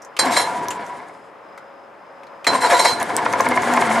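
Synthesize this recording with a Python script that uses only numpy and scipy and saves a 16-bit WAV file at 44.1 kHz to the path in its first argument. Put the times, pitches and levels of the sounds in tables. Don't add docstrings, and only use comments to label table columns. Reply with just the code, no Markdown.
import sys
import numpy as np
from scipy import signal
from scipy.fft import rfft, irfft, next_fast_len
from scipy.io import wavfile
from scipy.ndimage import uniform_filter1d, map_coordinates

SR = 44100
rng = np.random.default_rng(int(sys.argv[2]) if len(sys.argv) > 2 else 0)


def wav_record(signal):
    frames = np.transpose(np.atleast_2d(signal))
    bounded = np.clip(frames, -1, 1)
    quanta = np.round(bounded * 32767).astype(np.int16)
    wavfile.write(sys.argv[1], SR, quanta)


N = 176400
T = np.arange(N) / SR


def amp(db):
    return 10 ** (np.asarray(db) / 20)


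def unit(x):
    return x / np.sqrt(np.mean(x ** 2) + 1e-20)


def along(points, hz):
    f, v = np.transpose(points)
    return np.interp(np.log(hz + 1), np.log(f + 1), v)


def gains(spans):
    total = 0
    for rows in spans:
        times, *columns = np.transpose(rows)
        levels = [np.interp(T, times, c, left=-200, right=-200) for c in columns]
        total = total + np.array([amp(level) for level in levels])
    return total


def filtered(x, response):
    size = next_fast_len(N + SR // 2)
    return irfft(rfft(x, size) * response(np.fft.rfftfreq(size, 1 / SR)), size)[..., :N]


def causal(spectrum):
    size = 2048
    cepstrum = irfft(np.log(amp(along(spectrum, np.fft.rfftfreq(size, 1 / SR))) + 1e-6))
    cepstrum[1:size // 2] *= 2
    cepstrum[size // 2 + 1:] = 0
    h = irfft(np.exp(rfft(cepstrum)))
    return h / np.linalg.norm(h)


def coloured(x, spectrum):
    return signal.fftconvolve(x, causal(spectrum))[:N]


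def modes(hz, width, db):
    def response(f):
        total = 0
        for k, (c, gain) in enumerate(zip(hz, db)):
            total = total + (-1) ** k * amp(gain) * 1j * f * width / (c * c - f * f + 1j * f * width)
        return total
    return response


def rung(x, hz, width, db, waver_db):
    total = 0
    for k, (c, gain) in enumerate(zip(hz, db)):
        share = x * amp(waver_db * wobble(25.046))
        total = total + (-1) ** k * filtered(share, modes([c], width, [gain]))
    return total


def contacts(rate, spread_db):
    hit = rng.random(N) < rate / SR
    return unit(hit * rng.standard_normal(N) * amp(spread_db * rng.standard_normal(N)))


def wobble(rate):
    return map_coordinates(rng.standard_normal(int(N * rate / SR) + 4), [T * rate])


def phase(hz):
    return 2 * np.pi * np.cumsum(hz) / SR


def narrow(hz, width, db):
    band = filtered(rng.standard_normal(N), lambda f: modes([hz], width, [0])(f) ** 2)
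    return amp(db) * unit(band)


def burst(db, t60, t):
    rise = 1 - np.exp(-t / 0.00052)
    return amp(db - 7 - 60 * t / max(t60, .01)) * rise * rng.standard_normal(len(t))


# (frequency [Hz], relative level [dB])
FAN_SPECTRUM = [(20, -41), (130, -16), (500, -3), (1000, -1.5), (1500, -8), (2200, -16), (4000, -31.5),
                (16000, -50.5)]
# (frequency [Hz], level [dB])
BLADE_TONE = (554.5, -52)
# (frequency [Hz], width [Hz], level outside the rests [dB])
CRICKET = (5060, 230, -68)
# (start [s], end [s])
RESTS = [(1.309, 1.43), (1.88, 1.99)]
FAN_DB, FAN_WAVER_DB, REST_DB = -41.5, 1, -9
FAN_ALIKE, FAN_PAN_DB = 0.73, 1


def yard():
    a, b = (unit(coloured(rng.standard_normal(N), FAN_SPECTRUM)) for _ in "ab")
    u = np.arccos(np.clip(FAN_ALIKE, 0, 1)) / 2
    sides = np.array([np.cos(u) * a + np.sin(u) * b, np.cos(u) * a - np.sin(u) * b])
    rush = sides * amp(FAN_DB + FAN_WAVER_DB * wobble(3.3))
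    blade_hz, blade_db = BLADE_TONE
    blade = np.sqrt(2) * amp(blade_db + 2.4 * wobble(7.2)) * np.sin(phase(blade_hz + wobble(6.3)))
    fan = (rush + blade) * amp([[FAN_PAN_DB], [-FAN_PAN_DB]])
    resting = uniform_filter1d(sum(1. * (T > p) * (T < q) for p, q in RESTS), size=900)
    return fan + amp(REST_DB * resting) * narrow(*CRICKET)


# (time [s], burst level [dB], t60 [s], pitch [Hz])
TICKS = [(0.019, -34.5, 0.08, 5860), (0.047, -30.5, 0.038, 6400), (.166, -18, 0.061, 2440),
         (0.705, -19.5, 0.071, 7060), (0.706, -21, 0.083, 2800), (1.576, -28.5, 0.056, 1400),
         (2.233, -35, 0.036, 2240), (2.268, -42.5, 0.048, 4000), (2.444, -18.5, 0.064, 2500)]
# (frequency [Hz], relative level [dB])
CLACK = [(150, -32), (600, 0), (2150, 4), (2700, -11), (9000, -17), (16000, -33.5)]
TICK_Q, TICK_WIDE_DB = 6.5, -4


def ticks():
    out, t = np.zeros(N + SR), T[:SR // 8]
    for s, db, t60, hz in TICKS:
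        blow = burst(db, t60, t)
        pitched = signal.lfilter(*signal.iirpeak(hz, TICK_Q, SR), blow)
        pitched = pitched * np.linalg.norm(blow) / np.linalg.norm(pitched)
        wide = signal.fftconvolve(blow, causal(CLACK))[:len(t)]
        out[round(s * SR):][:len(t)] += pitched + amp(TICK_WIDE_DB) * wide
    return out[:N]


# (time [s], rattle level [dB], thud level [dB], air hiss level [dB])
TURNING = [
    [(.189, -21, -33, -39), (.3, -20, -33, -61), (.45, -24.5, -38, -36), (.6, -28.5, -34, -50.5),
     (.8, -32, -40, -53), (1.05, -41.5, -50, -62), (1.3, -62, -55, -73)],
    [(2.467, -19.5, -30.5, -67), (2.6, -24.5, -37, -62.5), (2.97, -26.5, -34, -44.5),
     (3.39, -23, -32.5, -44), (3.59, -21.5, -31, -40.5), (4, -18, -31, -38)],
]
# (crest time [s], rattle level [dB], half width [s])
SWELLS = [(0.272, -17.5, 0.0073), (0.374, -16, 0.0065), (.4, -19.5, 0.0062), (.836, -35, 0.0033),
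          (0.952, -43, 0.0042), (1.005, -36, 0.0042), (1.098, -37, 0.0031), (1.153, -45, 0.0047),
          (2.546, -17.5, 0.024), (2.652, -15, 0.022), (2.736, -14, 0.026), (2.804, -14, 0.0086),
          (2.859, -12, 0.0079), (2.913, -19.5, 0.014), (3.019, -18.5, 0.012), (3.106, -22, 0.0074),
          (3.188, -19.5, 0.009), (3.265, -16, 0.0062), (3.338, -16.5, 0.0041), (3.406, -14.5, 0.0048),
          (3.468, -14.5, 0.00943), (3.523, -15, 0.006), (3.577, -13.5, 0.004), (3.635, -19.5, 0.0078),
          (3.681, -21.5, 0.02), (3.727, -22, 0.042), (3.778, -13, 0.004), (3.825, -12, 0.0054),
          (3.875, -24, 0.0066), (3.914, -18.5, 0.0068), (3.96, -20, 0.0088)]
# (frequency [Hz], relative level [dB])
RATTLE = [(150, -41), (250, -13.5), (634, -5.5), (983, -1.5), (1220, -6.5), (2160, -8), (2530, -17),
          (6000, -29.5), (9000, -94.5)]
THUD = [(25, -44), (107, -8.5), (252, -1.5), (450, 0), (580, -36), (990, -120)]
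HISS = [(1760, -43), (3200, -4.5), (5520, -9.5), (6810, -3), (9930, -6), (16000, -35)]
# (time [s], pitch [Hz], level [dB])
DRONE = [(3.42, 250, -46), (3.47, 250, -30), (3.57, 251, -30), (3.6, 240, -36), (3.7, 241, -25),
         (3.78, 248, -25), (3.81, 235, -34), (3.87, 223, -30), (3.95, 226, -26), (4, 242, -26)]
COWL_HZ = [503, 610, 701, 775, 880, 981, 1065, 1405, 1693, 2095]
COWL_DB = [2.4, 7.7, 8.7, 8.3, 2.8, 8.5, 2.3, 8.3, 2.2, 5.8]
COWL_WIDTH_HZ, COWL_WAVER_DB = 42, 2.5
RATTLES_PER_S, RATTLE_SPREAD_DB = 6000, 2
RATTLE_LEAD_S, FALL_SHARE = 0.0029, 0.69
PUFF_DB, PUFF_LEAD_S, HISS_WAVER_DB = -19.5, .011, 3
KNOCK_DB, KNOCK_LEAD_S, KNOCK_UNDER_S = 19, 0.002, 0.0097
KNOCK_HZ, KNOCK_WIDTH_HZ, KNOCK_RING_DB = [1023, 2180], 123, [14, 15]


def swells(lead):
    power = 0
    for s, db, w in SWELLS:
        width = np.where(T + lead < s, w, FALL_SHARE * w)
        power = power + amp(2 * db) * np.exp(-((T - s + lead) / width) ** 2)
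    return np.sqrt(power)


def engine():
    rattle, thud, hiss = gains(TURNING)
    cowl = modes(COWL_HZ, COWL_WIDTH_HZ, COWL_DB)
    cowl_response = 1 + cowl(np.fft.rfftfreq(2048, 1 / SR))
    norm = np.sqrt(np.mean(np.abs(cowl_response * rfft(causal(RATTLE))) ** 2))
    drive = np.hypot(rattle, swells(RATTLE_LEAD_S)) * contacts(RATTLES_PER_S, RATTLE_SPREAD_DB)
    shake = coloured(drive, RATTLE)
    body = (shake + rung(shake, COWL_HZ, COWL_WIDTH_HZ, COWL_DB, COWL_WAVER_DB)) / norm

    knock = np.zeros(N)
    for s, db, w in SWELLS:
        knock[round((s - KNOCK_LEAD_S) * SR)] += amp(db + KNOCK_DB) * (w < KNOCK_UNDER_S)
    block = modes(KNOCK_HZ, KNOCK_WIDTH_HZ, KNOCK_RING_DB)
    knocks = filtered(coloured(knock, RATTLE), block) / norm

    low = coloured(thud * rng.standard_normal(N), THUD)
    breath = np.hypot(hiss, amp(PUFF_DB) * swells(PUFF_LEAD_S)) * amp(HISS_WAVER_DB * wobble(47))
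    air = coloured(breath * rng.standard_normal(N), HISS)

    s, hz, db = np.transpose(DRONE)
    turn = phase(np.interp(T, s, hz) + 3 * wobble(30))
    drone = np.sqrt(2) * amp(np.interp(T, s, db, left=-200) + 1.7 * wobble(45)) * np.sin(turn)
    return body + knocks + low + air + drone


# (time [s], scrape level [dB], mesh rate [Hz], mesh tone level [dB]), before wavers and later gains
GRIND = [
    [(.19, -35, 275, -54.5), (.272, -34.5, 265.7, -22), (.295, -45, 250.5, -36), (.325, -23.5, 200, -33),
     (.355, -31.5, 576.9, -40), (.378, -21, 483, -21.5), (.41, -26.5, 490, -35.5), (.5, -67, 521.6, -63)],
    [(2.468, -55, 337.8, -44.5), (2.55, -31, 261.5, -23), (2.6, -43.5, 249.7, -41),
     (2.622, -27.5, 504, -25), (2.655, -30.5, 489.3, -17.5), (2.69, -34, 351.6, -35),
     (2.708, -26, 625, -27), (2.724, -25, 578, -21), (2.742, -27, 494, -19), (2.775, -29, 478, -29),
     (2.797, -24.5, 575, -23), (2.812, -26, 488, -24), (2.832, -29, 335, -31), (2.856, -21.5, 629.6, -17),
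     (2.875, -24.5, 498, -23.5), (2.92, -32.5, 474, -34), (2.99, -50, 488, -61)],
]
# (frequency [Hz], relative level [dB])
SCRAPE = [(1290, -35.5), (2200, -7.5), (2370, -16), (4880, -26.5), (9020, -21.5), (13500, -36),
          (16000, -81)]
MESH_DB = [0, -11, -8, -8]
# (time [s], burst level [dB], t60 [s], ring gain [dB])
CLASHES = [(0.1897, -1.5, 0.056, 0.5), (0.3657, -6, 0.055, 2), (2.467, -1.5, 0.069, -3),
           (2.792, -17.5, 0.054, 13.5), (2.849, -5.5, 0.033, 1)]
RING_HZ = [3188, 3810, 4098, 4225, 4620, 5398, 5498, 6460, 6772, 7475, 7620, 8703, 10200, 11500]
RING_DB = [13, 18.6, 27.8, 15, 16, 14.5, 14, 14.4, 12, 18, 10, 19.2, 14, 4.4]
# (time [s], level [dB])
COAST = [
    [(.5, -34), (.56, -28), (.71, -31.5), (.8, -39), (.9, -33.5), (1.05, -54)],
]
TEETH_PER_S, TEETH_SPREAD_DB = 5000, 2
RING_WIDTH_HZ, RING_WAVER_DB = 21, 3
COAST_HZ, COAST_WIDTH_HZ = 978, 22
HOUSING_DB = 17


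def starter():
    scrape, mesh = gains([[(s, a, b) for s, a, _, b in rows] for rows in GRIND])
    s, _, hz, _ = np.transpose(GRIND[0] + GRIND[1])
    turn = phase(np.interp(T, s, hz) * (1 + 0.0098 * wobble(60)))
    partials = [amp(db + 3.1 * wobble(40)) * np.sin((k + 1) * turn) for k, db in enumerate(MESH_DB)]
    tone = mesh * sum(partials)
    tone = tone + filtered(tone, modes([COAST_HZ], 2 * COAST_WIDTH_HZ, [HOUSING_DB]))
    teeth = scrape * amp(0.71 * wobble(80)) * contacts(TEETH_PER_S, TEETH_SPREAD_DB)

    clack, struck = np.zeros(N + SR), np.zeros(N + SR)
    for s, db, t60, ring_db in CLASHES:
        blow = burst(db, t60, T[:SR // 4])
        clack[round(s * SR):][:len(blow)] += blow
        struck[round(s * SR):][:len(blow)] += amp(ring_db) * blow
    scraped_ring = rung(teeth, RING_HZ, RING_WIDTH_HZ, RING_DB, RING_WAVER_DB)
    struck_ring = filtered(struck[:N], modes(RING_HZ, RING_WIDTH_HZ, RING_DB))

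    hum = gains(COAST)[0] * narrow(COAST_HZ, COAST_WIDTH_HZ, 0)
    contact = amp(-2.0) * coloured(teeth, SCRAPE) + coloured(clack[:N], CLACK)
    return contact + scraped_ring + struck_ring + tone + hum


# (time [s], level before SPIT_DB and filter [dB], pitch [Hz])
SPITS = [(0.6848, -15.5, 5980), (0.8656, -32, 6030), (3.001, -18, 6710), (3.029, -11, 9700),
         (3.1662, -3.5, 8030), (3.3278, -17.5, 5830), (3.336, -17.5, 6300), (3.4076, -11, 6240),
         (3.4885, -14, 9600), (3.6212, -19, 6580), (3.7383, -10.5, 7100)]
SPIT_T60_S, SPIT_DB = .004, 3
SPIT_HZ, SPIT_WIDTH_HZ = 7870, 70000


def spits():
    out, t = np.zeros(N + SR), T[:SR // 50]
    for s, db, hz in SPITS:
        tone = np.sin(2 * np.pi * hz * t) + .5 * rng.standard_normal(len(t))
        rise = 1 - np.exp(-t / 0.000067)
        out[round(s * SR):][:len(t)] += amp(db + SPIT_DB - 60 * t / SPIT_T60_S) * rise * tone
    return filtered(out[:N], lambda f: modes([SPIT_HZ], SPIT_WIDTH_HZ, [0])(f) ** 4)


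# (frequency [Hz], t60 [s])
WALL_DECAY = [(200, 0.33), (2000, 0.16), (10000, 0.075)]


def wall(x):
    hz, t, z = signal.stft(rng.standard_normal((2, SR // 2)), SR, nperseg=256)
    decay = amp(-60 * t / along(WALL_DECAY, hz)[:, None])
    tail = signal.istft(z * decay, SR, nperseg=256)[1]
    delayed = np.pad(x, (200, 0))[None]
    return signal.fftconvolve(delayed, tail / np.linalg.norm(tail[0]), axes=1)[:, :N]


# (frequency [Hz], level difference [dB])
BALANCE = [(120, 0.5), (550, 2), (1650, 1), (4970, -3.5), (15000, 6.5)]
# (frequency [Hz], gain [dB])
WALL_BRIGHT = [(300, -6), (9000, 3.5)]
WALL_DB = -11.5


def scene():
    motor = ticks() + engine() + starter() + spits()
    near = filtered(motor, lambda f: amp(np.outer([.5, -.5], along(BALANCE, f))))
    sent = filtered(motor, lambda f: amp(along(WALL_BRIGHT, f)))
    return yard() + near + amp(WALL_DB) * wall(sent)


# (frequency [Hz], gain [dB])
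MIC = [(100, -0.5), (13000, -0.5), (16000, -23.5)]
TOP_HZ = 16100


def record(dry):
    heard = filtered(dry, lambda hz: amp(along(MIC, hz)))
    return filtered(np.clip(heard, -1, 1), lambda hz: hz < TOP_HZ)


dry = scene()
out = record(dry)
wav_record(out)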